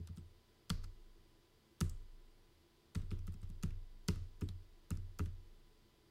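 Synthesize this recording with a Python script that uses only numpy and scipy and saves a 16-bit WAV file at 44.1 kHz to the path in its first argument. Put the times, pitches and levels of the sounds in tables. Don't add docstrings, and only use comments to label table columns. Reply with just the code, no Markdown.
import sys
import numpy as np
from scipy import signal
from scipy.fft import rfft, irfft
from scipy.io import wavfile

SR = 44100
rng = np.random.default_rng(int(sys.argv[2]) if len(sys.argv) > 2 else 0)


def store_pcm(level_fs):
    pcm = np.round(np.clip(level_fs, -1, 1) * 32767).astype(np.int16)
    wavfile.write(sys.argv[1], SR, np.atleast_2d(pcm).T)


def volts_from_decibels(level):
    exponent = np.asarray(level, float) / 20
    return 10 ** exponent


N = 269010


def decay(age, t60):
    return np.exp(-np.log(1000) * age / t60)


def ring(modes, seconds, spread_db=0., swell_cycles=0.0053):
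    t = np.arange(int(seconds * SR)) / SR
    out = np.zeros(len(t))
    spread_db = np.ravel(spread_db)
    for k, (hz, db, t60, *late_ms) in enumerate(modes):
        age = np.clip(t - sum(late_ms) / 1000, 0, None)
        swell = 1 - np.exp(-age * hz / swell_cycles)
        level = volts_from_decibels(db + spread_db[k % len(spread_db)])
        out += level * np.sin(2 * np.pi * hz * age) * decay(age, t60) * swell
    return out


def band(x, hz, q):
    return signal.lfilter(*signal.iirpeak(hz, q, SR), x)


def coloured(points, size):
    hz, db = np.transpose(points)
    f = np.fft.rfftfreq(size, 1 / SR) + 1
    gain = volts_from_decibels(np.interp(np.log(f), np.log(hz), db))
    x = irfft(rfft(rng.standard_normal(size)) * gain, size)
    return x / np.std(x)


def add(track, s, sound):
    i = int(s * SR)
    part = sound[max(-i, 0):N - i]
    track[max(i, 0):max(i, 0) + len(part)] += part


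def peak(x, db):
    return x * volts_from_decibels(db) / np.max(np.abs(x))


def air():
    # frequency in Hz, density in dB per Hz.
    hiss = [(12, -46), (20, -6), (143, -4), (185, -17), (212, -11), (306, -14), (343, 0.5), (373, -10.5),
            (441, -6.5), (480, -19.5), (522, -16.5), (2130, -23.5), (4680, -32), (14800, -33.5),
            (16600, -32.5)]
    # centre in Hz, width in Hz, level in dB rms.
    fan = [(80, 10, -77.5), (218.2, 11, -83), (330.4, 24, -83.5), (442, 91, -88.5), (4740, 490, -85),
           (3430, 1060, -82)]
    # frequency in Hz, level in dB rms.
    whine = [(1001, -89), (2003, -93.5), (2998, -95.5), (4000, -100)]
    t = np.arange(N) / SR
    out = volts_from_decibels(-72) * coloured(hiss, N)
    for hz, width, db in fan:
        hum = band(rng.standard_normal(N), hz, hz / width)
        out += volts_from_decibels(db) * hum / np.std(hum)
    for hz, db in whine:
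        out += volts_from_decibels(db) * np.sqrt(2) * np.sin(2 * np.pi * hz * t)
    return out


def desk():
    # start in seconds, then plate, panel, tray and feet levels in dB.
    presses = [(-.006, -45.5, -45.5, -65.5, -62), (.091, -45.5, -47.5, -70.5, -74),
               (.172, -44, -51.5, -65, -69), (.701, -31, -40, -61.5, -61), (1.809, -28, -36, -53, -49.5),
               (2.954, -34.5, -37, -54, -56.5), (3.114, -39.5, -38, -55.5, -52),
               (3.277, -42, -44, -69, -65), (3.424, -50, -44, -80, -77), (3.633, -31, -38.5, -59, -56.5),
               (4.082, -28.5, -35.5, -52, -43), (4.416, -36, -37, -45.5, -47.5),
               (4.906, -34.5, -37.5, -51.5, -56), (5.195, -36.5, -36, -47.5, -48.5)]
    # start in seconds, plate and panel levels in dB.
    lifts = [(0.84, -59, -57.5), (1.896, -64, -48), (3.022, -51, -53), (3.19, -55, -59),
             (3.342, -50.5, -53.5), (3.494, -48, -57), (3.707, -62, -63), (4.158, -48.5, -66),
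             (4.201, -67, -53), (4.487, -48.5, -83), (4.971, -51, -47.5), (5.259, -46, -46.5)]
    # start in seconds, level in dB.
    pushes = [(-.006, -63), (0.174, -55.5), (0.699, -37), (.839, -52), (1.819, -38), (2.956, -38.5),
              (3.114, -41), (3.276, -56), (3.433, -42.5), (3.633, -37.5), (4.086, -39), (4.416, -41.5),
              (4.906, -39.5), (5.193, -39.5)]
    # frequency in Hz, level in dB, t60 in seconds, arrival in ms.
    plate = [(123, -12, 0.076, 5), (148.1, -1, 0.16, 6.68), (178.9, 6, 0.087, 2.1),
             (215.4, -13, 0.25, 2.86)]
    panel = [(70.6, -13.5, 0.26, 7.26), (85.92, 4.5, 0.26, 7.43), (90.6, -4.5, 0.41, 4.87),
             (107.4, -16.5, 0.44, 6.94)]
    tray = [(250.4, -10, 0.11, 4.24), (290, -11, 0.15, 2.85)]
    feet = [(348.2, 2, 0.15, 4.94), (410.5, 2, 0.1, 2.99), (488, -1, 0.031, 0.77)]
    sway = [(25.69, -1, 1.45, 4.25), (29.52, -9.5, 0.77, 18.6), (32.72, -14.5, 0.99, 10.3),
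            (47.8, -9, 0.98, 6.5)]

    shakes = list(presses)
    for s, plate_db, panel_db in lifts:
        rattle_db = max(plate_db, panel_db) - 22.5
        shakes.append((s, plate_db, panel_db, rattle_db, rattle_db))
    s, plate_db, panel_db, tray_db, feet_db = np.transpose(shakes)
    push_s, push_db = np.transpose(pushes)
    # modes, starts in s, levels in dB, spread in dB, swell in cycles
    families = [(plate, s, plate_db, 3.0, .5),
                (panel, s, panel_db + 4.5, 2.5, 1.2),
                (tray, s, tray_db + 4, 2.5, 1.5),
                (feet, s, feet_db + 4, 2.5, 1.5),
                (sway, push_s, push_db, .3, .3)]
    push = np.hanning(int(0.0022 * SR))
    out = np.zeros(N)
    for modes, times, levels, spread_db, swell_cycles in families:
        seconds = 1.3 * max(mode[2] for mode in modes)
        spots = rng.standard_normal((len(times), len(modes)))
        for when, db, spot in zip(times, levels, spots):
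            body = np.convolve(ring(modes, seconds, spread_db * spot, swell_cycles), push)
            add(out, when, -peak(body, db))
    return out


def contact(dice, hz, db, q, ring_gain, t60, ms):
    ms = ms * volts_from_decibels(-0.19 * (db + 24))
    t = 1000 * np.arange(len(dice)) / SR / ms
    chatter = dice * np.abs(dice) * np.exp(-t) * np.minimum(t / 0.19, 1)
    cap = ring_gain * ring([(hz, 0, t60)], .03)
    cap[0] += 1
    struck = np.convolve(chatter, cap)
    return peak(band(band(struck, hz, q), hz, q), db)


def keys():
    # start in seconds, tick in dB, clack in dB, clack in Hz, case knock in dB.
    landings = [(0.0724, -51, -54, 4200, -61), (.1723, -55, -55, 3800, -58.5),
                (0.7013, -56, -21.5, 4790, -30), (1.8101, -28.5, -36.5, 3740, -32),
                (2.9533, -47, -37, 2740, -42.5), (3.1135, -51, -43.5, 3260, -46),
                (3.2768, -53, -53, 3450, -48.5), (3.4304, -66, -62, 5560, -56),
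                (3.6338, -36.5, -39.5, 2590, -40), (4.0841, -32.5, -25, 4830, -33.5),
                (4.4138, -52, -50, 2850, -50), (4.914, -64, -46, 2940, -44.5),
                (5.1924, -42.5, -42.5, 2420, -34)]
    # start in seconds, level in dB, frequency in Hz.
    pings = [
        (.0735, -57.5, 9150),
        (.161, -66, 8550),
        (.1812, -60, 8350),
        (2.9484, -51, 8200),
        (3.2665, -64, 8600),
        (3.417, -61.5, 8460),
    ]
    # start in seconds, tick, clack and case knock in dB.
    bounces = [(0.085, -65, -76, -62), (.1816, -63, -65, -63), (0.7056, -48, -59, -41),
               (0.845, -65, -66, -51.5), (1.813, -37, -40, -47.5), (1.8192, -49, -72, -65),
               (2.9553, -64, -45, -53), (3.1276, -73, -62, -65), (4.0861, -36, -29, -34),
               (4.0945, -55, -48, -57), (4.104, -58, -49, -76), (4.418, -62, -50, -44.5),
               (5.2017, -60, -54, -40)]
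    # start in seconds, tick in dB, tick in Hz, clack in dB, case knock in dB.
    touches = [(.161, -69, 8770, -75, -70), (.167, -57, 10200, -69, -79), (0.6957, -41, 8500, -46, -51),
               (.8313, -65, 6350, -70, -78), (0.8367, -58, 7560, -62, -50), (1.8054, -31.5, 9100, -62, -43),
               (2.9489, -43.5, 8200, -44, -44.5), (3.106, -61, 11280, -46, -59),
               (3.2665, -70, 8500, -80, -78), (3.2698, -48.5, 11500, -56, -58),
               (3.4172, -67, 8400, -70, -75), (3.6268, -46, 6900, -45, -51), (4.0801, -38, 8050, -56, -51),
               (4.4097, -48.5, 10500, -52, -51), (4.9052, -35, 8000, -56, -41.5),
               (5.188, -42, 8900, -47, -53)]
    # start in seconds, tick in dB, clack in dB, clack in Hz, case knock in dB.
    returns = [(0.8414, -49, -47.5, 5050, -57), (1.896, -44.5, -66, 5500, -71),
               (3.0176, -63, -59, 3900, -66), (3.1893, -62, -53.5, 6000, -64), (3.34, -57, -56, 5800, -63),
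               (3.5002, -54, -61, 3850, -67), (3.7054, -58, -54, 2720, -66), (4.1577, -53, -55, 3000, -54),
               (4.4878, -50.5, -40, 4050, -57.5), (4.9716, -52.5, -53, 6100, -58),
               (5.2584, -53.5, -53, 2600, -57)]
    # start in seconds, tick in dB.
    brushes = [(1.892, -62), (3.183, -68), (3.322, -58), (3.332, -61), (3.492, -63), (4.436, -62),
               (4.48, -65), (4.9532, -58), (5.239, -57), (5.252, -61)]
    # frequency in Hz, level in dB, t60 in seconds, arrival in ms.
    case = [(587, -10, 0.02, 1.1), (781, -15.5, 0.03, 1.1), (962, -5.5, 0.025, 1.03),
            (1279, 7, 0.013, 0.89), (1750, -5.5, 0.024, 0.45), (2027, -3, 0.02, 0.34),
            (2693, -0.5, 0.023, 0.35)]
    # frequency in Hz, level in dB, t60 in seconds.
    deck = [(2590, 4, 0.016), (3450, 4, 0.011), (4630, 0, 0.0098), (5180, 4, 0.016), (6200, -12, 0.014)]
    # breadth as Q, ring gain, ring t60 in seconds, chatter in ms.
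    thin_wall = (0.96, 0.07, 0.0014, 1.08)
    thick_wall = (1.11, 0.15, 0.0051, 1.56)

    contacts = [(s, tick, hz, clack, 4600, knock) for s, tick, hz, clack, knock in touches]
    contacts += [(s, tick, 6900, clack, hz, knock) for s, tick, clack, hz, knock in landings]
    contacts += [(s, tick, 8200, clack, 2930, knock) for s, tick, clack, knock in bounces]
    contacts += [(s, tick, 7600, clack, hz, knock) for s, tick, clack, hz, knock in returns]
    contacts += [(s, tick, 10100, tick - 10.5, 3750, tick - 5) for s, tick in brushes]

    out = np.zeros(N)
    thud = np.hanning(int(0.00051 * SR))
    for s, tick_db, tick_hz, clack_db, clack_hz, knock_db in contacts:
        tick_dice, clack_dice = rng.standard_normal((2, 400))
        add(out, s, contact(tick_dice, tick_hz, tick_db + 0.5, *thin_wall))
        add(out, s, contact(clack_dice, clack_hz, clack_db - 5.0, *thick_wall))
        deck_ring = ring(deck, .03, -7 * rng.standard_normal(len(deck)))
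        add(out, s, peak(np.convolve(clack_dice[:60] ** 3, deck_ring), clack_db - 7))
        case_ring = ring(case, .06, 1.5 * rng.standard_normal(len(case)))
        late_s = 0.00105
        add(out, s + late_s, peak(np.convolve(thud, case_ring), knock_db))
    for s, db, hz in pings:
        add(out, s, peak(ring([(hz, 0, 0.0074)], .03, swell_cycles=2.8), db))
    return out


def linger():
    # start in seconds, wash in dB rms, shiver in Hz, shiver in dB relative to the wash, shiver Q.
    washes = [(.075, -64.5, 3860, -14, 3.7), (.179, -66.5, 8200, -8, 11), (.703, -55, 4580, -6, 3.2),
              (0.842, -66, 7200, -9, 4), (1.810, -55, 7600, -8.5, 1.8), (1.894, -69, 7700, 8, 5.1),
              (2.955, -57.5, 7940, -18, 16), (3.112, -60.5, 3250, -12, 2), (3.279, -65, 5940, -15, 3),
              (3.428, -64, 5500, -25, 3), (3.501, -67, 5000, -20, 3), (3.636, -57.5, 5850, -22, 3.2),
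              (4.088, -54.5, 4260, -7, 0.95), (4.418, -62, 7900, -12, 6.1), (4.488, -63.5, 4100, -10, 3.2),
              (4.904, -58.5, 7540, -16, 3), (5.193, -58, 6200, -25, 3), (5.261, -64.5, 5000, -26, 3)]
    # frequency in Hz, density in dB per Hz.
    tail = [(290, 13), (500, 8.5), (799, -7), (1200, 5), (1870, -1), (2130, -1.5), (4780, -3.5), (5950, -4),
            (13900, -10.5), (15900, -31), (16600, -41)]
    out = np.zeros(N)
    age = np.arange(int(.4 * SR)) / SR
    lowpass = signal.butter(2, 5600, fs=SR, output="sos")
    rise = 1 - np.exp(-1000 * age / 0.79)
    for s, db, hz, shiver_db, q in washes:
        t60 = max(0.11 + 0.0315 * (db + 66), .08)
        wash = coloured(tail, len(age))
        dull = signal.sosfilt(lowpass, wash)
        treble = wash - dull
        shiver = band(band(rng.standard_normal(len(age)), hz, q), hz, q)
        shiver *= volts_from_decibels(shiver_db) / np.std(shiver)
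        steps_db = rng.standard_normal(len(age) // 60 + 1)
        crackle = volts_from_decibels(np.repeat(steps_db, 60)[:len(age)])
        sound = (dull + shiver) * decay(age, t60) + treble * decay(age, 0.57 * t60)
        add(out, s, volts_from_decibels(db) * sound * crackle * rise)
    return out


def scene():
    return (keys() + linger() + desk() + air())[None]


def roll_off(x):
    return signal.sosfilt(signal.butter(12, 16760, fs=SR, output="sos"), x)


def record(dry):
    top = signal.ellip(8, .3, 12, 15800, fs=SR, output="sos")
    return roll_off(signal.sosfilt(top, dry))


dry = scene()
out = record(dry)
store_pcm(out)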